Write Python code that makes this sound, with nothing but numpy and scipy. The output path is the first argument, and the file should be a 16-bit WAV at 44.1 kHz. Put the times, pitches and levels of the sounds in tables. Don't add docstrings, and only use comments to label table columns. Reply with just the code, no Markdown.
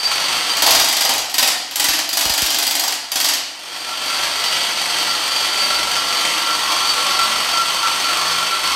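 import sys
import numpy as np
from scipy import signal
from scipy.fft import rfft, irfft, next_fast_len
from scipy.io import wavfile
from scipy.ndimage import uniform_filter1d

SR = 44100
rng = np.random.default_rng(int(sys.argv[2]) if len(sys.argv) > 2 else 0)


def boost(x):
    u = np.asarray(x, float) / 20
    return 10 ** u


def inscribe(sig):
    pcm = np.round(np.clip(np.atleast_2d(sig).T, -1, 1) * 32767)
    wavfile.write(sys.argv[1], SR, pcm.astype(np.int16))


N = 385875
T = np.arange(N) / SR
RECOVER_FROM_S = 3.57


def rms_one(x):
    return x / np.sqrt(np.mean(x ** 2) + 1e-20)


def at_hz(points, hz):
    f, value = np.array(points).T[:2]
    return np.interp(np.log(hz + 1), np.log(f), value)


def coloured(x, spectrum):
    size = next_fast_len(N)
    gain = boost(at_hz(spectrum, np.fft.rfftfreq(size, 1 / SR)))
    return rms_one(irfft(rfft(x, size) * gain, size)[:N])


def resonate(x, hz, width_hz):
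    r = np.exp(-np.pi * width_hz / SR)
    poles = [1, -2 * r * np.cos(2 * np.pi * hz / SR), r * r]
    return signal.lfilter([1, 0, -1], poles, x + 1e-18) * (1 - r * r) / 2


def resonate_twice(x, hz, width_hz):
    return resonate(resonate(x, hz, width_hz), hz, width_hz)


def drift(rate_hz):
    r = np.exp(-2 * np.pi * rate_hz * 40 / SR)
    slow = signal.lfilter([1], [1, -2 * r, r * r], rng.standard_normal(N // 40 + 2002))[2000:]
    return np.interp(np.arange(N) / 40, np.arange(len(slow)), rms_one(slow - slow.mean()))


def grit(per_s, spread_db):
    sizes = boost(spread_db * np.minimum(rng.exponential(1, N), 5)) * rng.choice([-1, 1], N)
    return rms_one(sizes * (rng.random(N) < per_s / SR))


def dying(s, levels, t60):
    marks = np.zeros(N)
    marks[(s * SR).astype(int)] = levels
    return signal.lfilter([1], [1, -boost(-60 / (t60 * SR))], marks)


def swells(rows, width_s):
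    return sum(db * np.exp(-((T - s) / width_s) ** 2) for s, db in rows)


# first t/s, last t/s, crack peak level/dB, slab thud relative level/dB, drag of last blow/s
BURSTS = [
    (0.6216, 0.797, -4.5, -9.5, 0.0072),
    (0.844, 1.18, -10, -11, .008),
    (1.3415, 1.475, -5, -22, 0.012),
    (1.7572, 1.9883, -6.5, -28.5, 0.021),
    (2.09, 2.9226, -10.5, -13, .006),
    (3.1177, 3.335, -9.5, -16, 0.0094),
]
# t/s, crack peak level/dB
STRAY_BLOWS = [
    (0.5676, -15.5),
    (1.215, -28.5),
    (1.295, -25),
    (1.515, -34),
    (1.71, -24.5),
]


def blows():
    blows_per_s, late_s, soft_db = 23.7, .003, 5
    drag_blows, soft_db_per_ms = 1.4, .5
    rows = [(s, db, -20, db - 1.5) for s, db in STRAY_BLOWS]
    ended = STRAY_BLOWS[0][0]
    for first, last, level_db, thud_db, drag_s in BURSTS:
        k = np.arange(round((last - first - drag_s) * blows_per_s) + 1)
        chance = rng.standard_normal((len(k), 4))
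        opening = (k == 0) * (first - ended > 2 / blows_per_s)
        drag = drag_s * np.exp((k - k[-1]) / drag_blows)
        even = np.linspace(first - late_s * opening[0] - drag[0], last - drag_s, len(k))
        scatter = 0.0011 * chance[:, 0] * (k > 0) * (k < k[-1])
        s = even + late_s * opening + drag + scatter
        loss_db = soft_db * opening + soft_db_per_ms * drag / .001 + 1.5 * chance[:, 1]
        debris_db = level_db - 7.5 - 0.64 * loss_db - 1 * opening + 1.5 * chance[:, 3]
        rows += zip(s, level_db - loss_db, thud_db + 7.5 * chance[:, 2], debris_db)
        ended = last
    return np.transpose(rows)


def tile_crack(s, crack_db):
    onset = dying(s, boost(crack_db + 1), 0.028) - dying(s, boost(crack_db + 2), 0.0027)
    crack = rng.standard_normal(N) * onset
    luck = rng.standard_normal((len(s), 2))
    bounce_s = .009 * boost(3.0 * luck[:, 0])
    again = dying(s + bounce_s, boost(crack_db - 6.5 + 2.8 * luck[:, 1]), 0.025)
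    first = np.abs(s[:, None] - np.array(BURSTS)[2:, 0]).min(1) < 1e-3
    tick = dying(s, first * boost(crack_db), 0.0095)
    return crack + rng.standard_normal(N) * (again + tick)


# f/Hz, width/Hz, level/dB
CHISEL = [(1900, 130, -6.5), (3060, 310, 0.5), (3860, 88, -13), (4236, 110, -1.5), (4800, 89, 3),
          (5750, 160, -1.5), (6750, 170, -7), (7650, 180, -0.5), (9630, 230, -8.5), (11400, 180, -1),
          (12600, 200, -25)]


def chisel_ring(push):
    return sum((-1) ** k * boost(db) * resonate(push, hz, width) * np.sqrt(1000 / width)
               for k, (hz, width, db) in enumerate(CHISEL))


# f/Hz, spectral density level/dB per Hz
SHATTER = [(18, -65), (30, -26.5), (455, -20.5), (694, -3.5), (1210, -8.5), (2220, -5.5), (3050, -4),
           (3570, -4), (4770, -5), (5160, -2.5), (14100, -25), (15200, -20), (16500, -41)]


def flying_shards(clatter):
    return coloured(grit(8000, spread_db=3.0), SHATTER) * clatter


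def slab_thud(s, thud_db):
    push = rng.standard_normal(N) * dying(s, boost(thud_db), 0.16)
    return resonate_twice(push, 740, 580)


def chipping():
    s, crack_db, thud_db, debris_db = blows()
    crack = tile_crack(s, crack_db)
    clatter = dying(s, boost(debris_db), 0.18)
    debris = grit(6000, spread_db=2.5) * clatter
    bright = signal.sosfilt(signal.butter(2, 2500, "high", fs=SR, output="sos"), crack)
    steel = chisel_ring(crack + 0.67 * debris)
    slab = slab_thud(s, crack_db + thud_db)
    boom = resonate_twice(debris, 290, 126)
    direct = boost(-2.5) * bright + boost(-2) * flying_shards(clatter) + boost(0.5) * steel
    direct = direct + boost(6.5) * slab + boost(-2) * boom
    return direct + boost(-2.0) * room(direct)


# f/Hz, spectral density level/dB per Hz
RATTLE = [(18, -60), (30, -34.5), (350, -13.5), (409, -15.5), (858, -5.5), (1240, -8.5), (1340, -5.5),
          (1450, -9.5), (3210, -5), (3970, -8.5), (4530, -2.5), (4900, -10.5), (14100, -28), (15200, -26),
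          (16500, -64)]
# f/Hz, width/Hz, level/dB
FRAME = [(1953, 66, -24.5), (3175, 160, -16), (4500, 100, -41), (5400, 220, -25), (6090, 120, -19.5),
         (8380, 1100, -17), (11640, 440, -26.5)]


def frame_rattle(contacts, plate_db):
    body = coloured(contacts, RATTLE)
    body = body + sum(boost(db) * rms_one(resonate(contacts, hz, width)) for hz, width, db in FRAME)
    body = body + boost(plate_db - 5.0) * rms_one(resonate_twice(contacts, 1093, 450))
    return rms_one(boost(-1.5) * rms_one(body) + rms_one(room(body)))


def cart_plate(contacts, plate_db):
    pair = resonate(contacts, 1097, 30) - boost(-0.5) * resonate(contacts, 1019, 35)
    return boost(plate_db - 10.5) * rms_one(pair)


# t/s, level above its hum/dB
JOLTS = [(.52, 6), (3.92, 17), (4.13, 13), (4.37, 5), (4.58, 2), (5.15, 6), (5.75, 4), (6.0, 6), (6.5, 9),
         (7.22, 9), (7.6, 9.5), (7.87, 12), (8.1, 7.5), (8.4, 10), (8.55, 9.5)]


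def cart_tube(contacts, freed):
    rise_s = np.minimum(freed, 5.97 - RECOVER_FROM_S)
    ring_db = -18.5 + 4.5 * rise_s + swells(JOLTS, .051)
    tube = resonate(contacts, 1354, 11)
    power = uniform_filter1d(rms_one(tube) ** 2 + .05, size=3000)
    return boost(ring_db - 4.1) * rms_one(tube / power ** 0.29)


# t/s, level/dB
WHINE_SWELLS = [
    (.08, 8),
    (4.13, 5),
    (4.55, 5),
    (5.41, 4.5),
    (5.62, 11.5),
    (6.52, 3),
    (6.9, 7),
    (7.54, 3),
]


def gear_whine(freed, ducked, turn):
    hz = np.where(freed > 0, 4704 - 30 * freed, 4676)
    db = -28.5 - 22.5 * ducked - 0.55 * freed + swells(WHINE_SWELLS, .078)
    cycles = np.cumsum(hz + 9.96 * drift(26.6) + 14 * drift(1.5)) / SR
    mesh = 2 * np.pi * cycles + 0.5 * np.sin(2 * np.pi * turn)
    return boost(db + 2.0 + 3.8 * drift(27.0)) * np.sin(mesh)


# f/Hz, width/Hz, relative level/dB
HUM = [(63.6, 12, -42.5), (256.4, 5.3, -43.5), (169, 9.4, -48.5)]


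def floor_hum(contacts):
    rise_db = 1.5 * np.abs(T - RECOVER_FROM_S)
    return sum(boost(db + rise_db) * rms_one(resonate_twice(contacts, hz, width)) for hz, width, db in HUM)


def free_running():
    freed = np.maximum(T - RECOVER_FROM_S, 0)
    ducked = (1 - np.exp(-np.maximum(T - 0.78, 0) / 0.14)) * np.exp(-freed / 0.32)
    level_db = -17.5 - 16.5 * ducked
    plate_db = np.interp(T, [5.93, 5.96], [-22.5, -8.5]) + 2.0 * drift(2.2)
    turn = np.cumsum(23.6 * (1 + .012 * drift(3.0))) / SR + .3
    knock = np.exp(-(turn % 1) / 0.21) + 0.38 * np.exp(-((turn + .47) % 1) / 0.21)
    shake = boost(1.3 * drift(14.0)) * (0.49 + knock)
    contacts = rms_one(grit(5000, spread_db=3.0) * shake)
    machine = frame_rattle(contacts, plate_db) + cart_plate(contacts, plate_db)
    machine = machine + cart_tube(contacts, freed) + floor_hum(contacts)
    return boost(level_db - 0.89) * machine + gear_whine(freed, ducked, turn)


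# t/s, level/dB
SLAB_FALLS = [
    (.77, -42),
    (1.17, -46),
]


def falls():
    low = rms_one(resonate_twice(rng.standard_normal(N), 65, 50))
    return low * sum(boost(db) * np.exp(-((T - s) / .05) ** 2) for s, db in SLAB_FALLS)


# t/s, peak level/dB
PUFFS = [
    (1.884, -28),
    (2.257, -24),
    (2.298, -24),
    (2.422, -21),
]


def puffs():
    out, t = np.zeros(N), np.arange(int(.09 * SR)) / SR
    cycles = 45 * t + 1.53 * (1 - np.exp(-t / 0.0031))
    swing = np.sin(2 * np.pi * cycles) * np.exp(-t / 0.015)
    for s, db in PUFFS:
        start = int(s * SR)
        out[start:start + len(t)] += boost(db) * swing
    return out


# f/Hz, T60/s
ROOM = [(100, 0.95), (500, 0.93), (2000, 0.76), (5000, 0.77), (10000, 0.52), (16000, 0.28)]


def room(x):
    step_s = .3
    t = np.arange(SR) / SR
    white, edges, tails = rng.standard_normal((2, 5, SR)), 40 * 2 ** np.arange(0, 9, .5), 0
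    for k, (low, high) in enumerate(zip(edges, edges[1:])):
        band = signal.sosfilt(signal.butter(2, [low, high], "band", fs=SR, output="sos"), white[k % 2])
        tails = tails + band * boost(-60 * t / at_hz(ROOM, np.sqrt(low * high)))
    tails = tails * np.clip(t / 0.0049, 0, 1)
    tails = tails / np.sqrt(np.sum(tails ** 2, 1, keepdims=True))
    away = (T / step_s - np.arange(5)[:, None] + 1) % 5 - 1
    shares = np.cos(np.pi / 2 * np.minimum(np.abs(away), 1))
    size = next_fast_len(N + SR)
    return irfft(np.sum(rfft(x * shares, size) * rfft(tails, size), 0), size)[:N]


def scene():
    return np.tile(chipping() + free_running() + falls() + puffs(), (2, 1))


def top_cut(x):
    return signal.sosfilt(signal.butter(12, 16800, fs=SR, output="sos"), x)


def record(dry):
    limit, cutoff_hz = 0.72, 15950
    rounded = dry / (1 + np.abs(dry / limit) ** 3) ** (1 / 3)
    low_pass = signal.ellip(12, .5, 70, cutoff_hz * .99, fs=SR, output="sos")
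    mix = signal.sosfilt(low_pass, rounded)
    return top_cut(mix)


dry = scene()
out = record(dry)
inscribe(out)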